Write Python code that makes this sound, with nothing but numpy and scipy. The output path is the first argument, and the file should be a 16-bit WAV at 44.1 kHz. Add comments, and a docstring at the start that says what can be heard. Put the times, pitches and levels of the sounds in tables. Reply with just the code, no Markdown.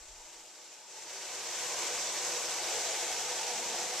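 """A bare, smoky room. A hose nozzle sprays water: the jet breaks up in a soft hiss, then the valve
opens over a second to a full rush. The water roars and splashes as it lands, rings the room's
resonances and drums on the far wall as the aim shifts. The nozzle rings faintly as the valve moves.
A draught brushes the microphone at the start; its two ports ring at different treble pitches."""
import sys
import numpy as np
from scipy import signal
from scipy.fft import rfft, irfft
from scipy.io import wavfile

SR = 44100
rng = np.random.default_rng(int(sys.argv[2]) if len(sys.argv) > 2 else 0)


def master(y):
    """Save y as 16-bit WAV."""
    cut = np.clip(np.atleast_2d(y).T, -1, 1)
    pcm = np.round(cut * 32767)  # scale
    wavfile.write(sys.argv[1], SR, pcm.astype(np.int16))


N = 176400

# Nozzle flow. Each row: time in seconds, level in dB.
FLOW_DB = [(0.0,-53.5),(0.15,-54),(0.28,-52),(0.6,-54),(0.74,-52.5),(0.85,-54),(0.98,-48),(1.19,-44),(1.38,-41.5),(1.67,-37.7),(1.74,-37.5),(1.82,-36),(1.92,-37),
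           (2.2,-37),(2.32,-35.5),(2.42,-37.2),(2.64,-36.5),(2.69,-35.8),(3.03,-36.5),(3.25,-37.5),(3.55,-37),(3.68,-37.5),(3.79,-36.5),(3.88,-38),(4.0,-37)]
# Jet breakup. Each row: frequency in Hz, spectral density in dB.
HISS_SPECTRUM = [(280,-30),(450,-7.5),(950,-11),(1360,-2.5),(1520,0),(1750,-1),(2000,1),(2300,1.5),(2900,0.5),(3400,1),(4200,0.5),(5000,0.5),(14000,-2)]
# Lower part of the hiss, thinned by low flow and aim. Each row: time in seconds, gain in dB.
HISS_BODY_DB = [(0,-1.3),(0.85,-0.5),(1.6,0),(2.3,-0.8),(3.1,0.4),(3.6,-1),(4,0)]
# Landing water. Each row: frequency in Hz, spectral density in dB.
ROAR_SPECTRUM = [(25,-43),(50,-31),(70,-28),(105,-19),(150,-11),(280,-6.5),(340,-5),(600,-3),(800,6.5),(1000,-3),(1300,-13),(2500,-15.5)]
# Near splash. Each row: frequency in Hz, spectral density in dB.
SPLASH_SPECTRUM = [(250,-25),(340,-10),(480,-17.5),(580,7),(720,0.5),(880,-5),(1060,5),(1330,-19),(1570,-3),(1850,-17),(2300,-18),(3200,-21.5)]
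# Splash against aim. Each row: time in seconds, level in dB relative to the flow.
SPLASH_DB = [(0,-17),(1.0,-16),(1.7,-12),(2.55,-11.5),(3.0,-29),(3.4,-28),(4,-17)]
# Room modes. Each row: frequency in Hz, width in Hz, gain in dB, dB of change per dB of flow.
ROOM_RESONANCES = [(89,9.4,-39.5,1.15),(123,13,-38.5,0.88),(175.2,27,-38.5,0.93),(331.6,33,-31,0.48),(350.5,13.3,-23,1.33),(386,13,-24.5,0.91),(438.3,27,-24,1),(490.2,13.6,-16,1.28),(546,7,-24,1),(621.6,18.5,-25,0.63),(727.2,23,-19.5,1.1),(869.4,36,-23,0.5),(956.4,16.6,-20,0.96),(1026,23,-25.5,1.6),(1143,17,-24,0.95),(1248.4,31,-24,0.88),(1497,78,-28.5,0.66),(2090,21,-36,0.62),(2293,22,-28,1.8),(3410,39,-37,1)]
# Far wall modes. Each row: frequency in Hz, width in Hz, gain in dB.
WALL_RESONANCES = [(441,14,-22),(551,12,-22),(658.4,18,-18),(727,33,-18),(787,37,-19.5),(865,54,-16)]
# Jet on the wall. Each row: time in seconds, gain in dB.
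WALL_HIT_DB = [(0,-48),(2.5,-17),(2.64,-8),(2.72,1.5),(2.83,-3),(2.93,-1.5),(3.1,-3),(3.45,-1.5),(3.63,-4),(3.72,0),(3.87,-1.5),(4,-8)]
# Wall brightness against aim. Each row: time in seconds, tilt in dB per octave.
WALL_TILT_DB_PER_OCT = [(2.6,3),(2.74,-8),(2.88,0),(3.1,0),(3.45,3),(3.72,0),(3.87,3),(4,3)]
# Late boom. Each row: time in seconds, level in dB relative to full flow.
BOOM_DB = [(3.3,-55),(3.58,-29),(3.88,-30.5),(4,-37)]
# Door frame and floor echoes. Each row: delay in ms, gain in dB.
ECHOES = [(2.7,-20),(5.9,-16),(8.3,-17.5),(13.1,-22),(21.4,-18.5)]
# Valve movements. Each row: time of the peak in seconds, gain in dB.
VALVE_MOVES = [(0.21,-62.5),(0.97,-57)]
# Nozzle modes. Each row: frequency in Hz, width in Hz, gain in dB.
NOZZLE_RESONANCES = [(854,32,-5.5),(955,25,-5.5)]
# Draught strength. Each row: time in seconds, level in dB.
DRAUGHT_DB = [(0,-58.5),(.14,-61.5),(.24,-65),(.34,-76),(.45,-76),(.54,-100)]
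# Fresh draught. Each row: frequency in Hz, spectral density in dB.
FRESH_AIR_SPECTRUM = [(12,-10),(22,3),(55,2),(85,-13),(125,-26),(400,-53)]
# Slack draught. Each row: frequency in Hz, spectral density in dB.
SLACK_AIR_SPECTRUM = [(12,-4),(28,2),(45,-6),(80,-31),(400,-62)]
# Stereo likeness. Each row: frequency in Hz, left-right correlation from -1 to 1.
CORRELATION = [(100,0.99),(300,0.99),(850,0.98),(1300,.87),(2200,.91),(2900,0.88),(3600,0.56),(5200,0.49),(6300,0.29),(7200,0.16),(9000,0.059),(13000,-0.15)]
# Microphone ports. Each row: frequency in Hz, gain in dB.
LEFT_PORT_DB = [(3500,0.5),(5000,1),(6400,4),(7000,7.5),(7350,9),(7700,8.5),(8200,3.5),(9000,-1),(10200,-6),(14000,-10)]
RIGHT_PORT_DB = [(3500,0.5),(4900,2.5),(5800,8),(6300,9.5),(6900,1.5),(7400,-0.5),(8000,-5.5),(9000,-12.5),(10100,-16),(11500,-18.5),(14000,-28)]

BIN_HZ = np.arange(N // 2 + 1) * SR / N
TIME_S = np.arange(N) / SR


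def from_db(db):
    return 10 ** (np.asarray(db) / 20)


def unit_rms(x):
    return x / np.sqrt(np.mean(x ** 2) + 1e-20)


def in_time(rows):
    return np.interp(TIME_S, *np.transpose(rows))


def at_hz(rows, hz):
    row_hz, value = np.transpose(rows)
    return np.interp(np.log(hz + 1e-9), np.log(row_hz), value)


def coloured(x, spectrum):
    gain = from_db(at_hz(spectrum, np.arange(N + 1) * SR / (2 * N)))
    return irfft(rfft(x, 2 * N) * gain)[..., :N]


def drift(rate_hz):
    """Low-passed random wander, rms 1."""
    return unit_rms(irfft(rfft(rng.standard_normal(N)) / (1 + (BIN_HZ / rate_hz) ** 2), N))


def stereo(pair):
    """Two independent signals to left and right: alike in the bass, apart in the treble."""
    alike = at_hz(CORRELATION, BIN_HZ)
    mid, side = rfft(pair)
    return irfft(np.sqrt(1 + alike) * mid + np.sqrt(1 - alike) * side * [[1], [-1]], N)


def turbulence(spectrum, flicker_db, rate_hz):
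    """Stereo noise in 14 bands, each wandering by flicker_db; rms 1."""
    white = rfft(stereo(rng.standard_normal((2, N))))
    band = np.searchsorted(np.geomspace(200, 12000, 13), BIN_HZ)
    noise = sum(irfft(white * (band == k), N) * from_db(flicker_db * drift(rate_hz)) for k in range(14))
    return unit_rms(coloured(noise, spectrum))


def ringing(hz, width_hz):
    """Noise-driven resonance as two independent signals, rms 1."""
    response = 1 / (1 + 1j * (BIN_HZ - hz) / (.78 * width_hz)) ** 2
    return unit_rms(irfft(rfft(rng.standard_normal((2, N))) * response, N))


def jet(flow_db, drops_per_s=2500, patter_db=-11, flutter_db=0.71, body_edge_hz=3900):
    """The jet breaks up into a fluttering hiss and a fine patter of drops."""
    hiss = turbulence(HISS_SPECTRUM, flicker_db=0.7, rate_hz=10.5)
    drop_db = 0.5 * np.minimum(rng.exponential(1, (2, N)), 5)
    polarity = rng.choice([-1, 1], (2, N))
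    hits = rng.random((2, N)) < drops_per_s / SR
    patter = unit_rms(coloured(stereo(from_db(drop_db) * polarity * hits), HISS_SPECTRUM))
    level_db = flow_db + 0.5 + flutter_db * drift(rate_hz=68)
    spray = from_db(level_db) * (hiss + from_db(patter_db) * patter)
    body = irfft(rfft(spray) / (1 + (BIN_HZ / body_edge_hz) ** 10), N)
    return spray - body + from_db(in_time(HISS_BODY_DB)) * body


def sizzle(level_db=-69):
    """Thin, steady nozzle sizzle, heard while the flow is low."""
    return from_db(level_db) * stereo(ringing(hz=7355, width_hz=410))


def landing(flow_db, roar_db=-14):
    """Water lands in a broad roar; the near splash dips as the aim moves away."""
    roar = turbulence(ROAR_SPECTRUM, flicker_db=0, rate_hz=14)
    splash = turbulence(SPLASH_SPECTRUM, flicker_db=1, rate_hz=21)
    return from_db(flow_db + roar_db) * roar + from_db(flow_db + in_time(SPLASH_DB)) * splash


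def room(flow_db, full_flow_db, gain_db=-2.5):
    """Drops keep the room's modes ringing; each follows the flow by its own amount."""
    swing_db = flow_db - full_flow_db
    return sum(from_db(full_flow_db + gain_db + db + follows * swing_db) * ringing(hz, width_hz)
               for hz, width_hz, db, follows in ROOM_RESONANCES)


def wall(flow_db, pivot_hz=650):
    """The jet drums on the far wall, deep at first, brighter as the aim shifts."""
    hit_db = flow_db + in_time(WALL_HIT_DB)
    tilt_db_per_oct = in_time(WALL_TILT_DB_PER_OCT)
    return sum(from_db(hit_db + db + tilt_db_per_oct * np.log2(hz / pivot_hz)) * ringing(hz, width_hz)
               for hz, width_hz, db in WALL_RESONANCES)


def boom(full_flow_db):
    """The landing water adds a low boom near the end."""
    return from_db(full_flow_db + in_time(BOOM_DB)) * ringing(hz=227, width_hz=42)


def doorway(direct, sway_ms=0.073, sway_hz=0.62):
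    """Short echoes comb the hiss; their delays wander as the holder sways."""
    now_ms = 1000 * TIME_S
    combed = direct
    for delay_ms, db in ECHOES:
        then_ms = now_ms - delay_ms - sway_ms * drift(sway_hz)
        echo = np.array([np.interp(then_ms, now_ms, side, left=0) for side in direct])
        combed = combed + from_db(db) * echo
    return combed


def draught(slacken_s=0.17):
    """Moving air rumbles on the microphone, sinks in pitch and dies away."""
    air = stereo(rng.standard_normal((2, N)))
    fresh = unit_rms(coloured(air, FRESH_AIR_SPECTRUM))
    slack = unit_rms(coloured(air, SLACK_AIR_SPECTRUM))
    fresh_share = np.exp(-(TIME_S / slacken_s) ** 4)
    return from_db(in_time(DRAUGHT_DB)) * (fresh_share * fresh + (1 - fresh_share) * slack)


def valve(rise_s=0.037, fall_s=0.074):
    """The nozzle rings briefly at each valve movement."""
    swell = sum(from_db(db) * np.exp(-np.maximum((peak_s - TIME_S) / rise_s, (TIME_S - peak_s) / fall_s))
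                for peak_s, db in VALVE_MOVES)
    ring = sum(from_db(db) * ringing(hz, width_hz) for hz, width_hz, db in NOZZLE_RESONANCES)
    return swell * stereo(ring)


def scene():
    """Spray, landing water and its resonances over draught and valve."""
    flow_db = in_time(FLOW_DB)
    full_flow_db = np.mean(flow_db[N // 2:])
    spray = doorway(jet(flow_db) + sizzle())
    water = landing(flow_db)
    resonances = stereo(room(flow_db, full_flow_db) + wall(flow_db) + boom(full_flow_db))
    return spray + water + resonances + draught() + valve()


def record(dry):
    """Each port colours its side; a steep low-pass cuts the top."""
    ports = np.array([coloured(dry[0], LEFT_PORT_DB), coloured(dry[1], RIGHT_PORT_DB)])
    low_pass = signal.ellip(14, .1, 80, 14200, fs=SR, output="sos")
    return signal.sosfilt(low_pass, ports)


dry = scene()
out = record(dry)
master(out)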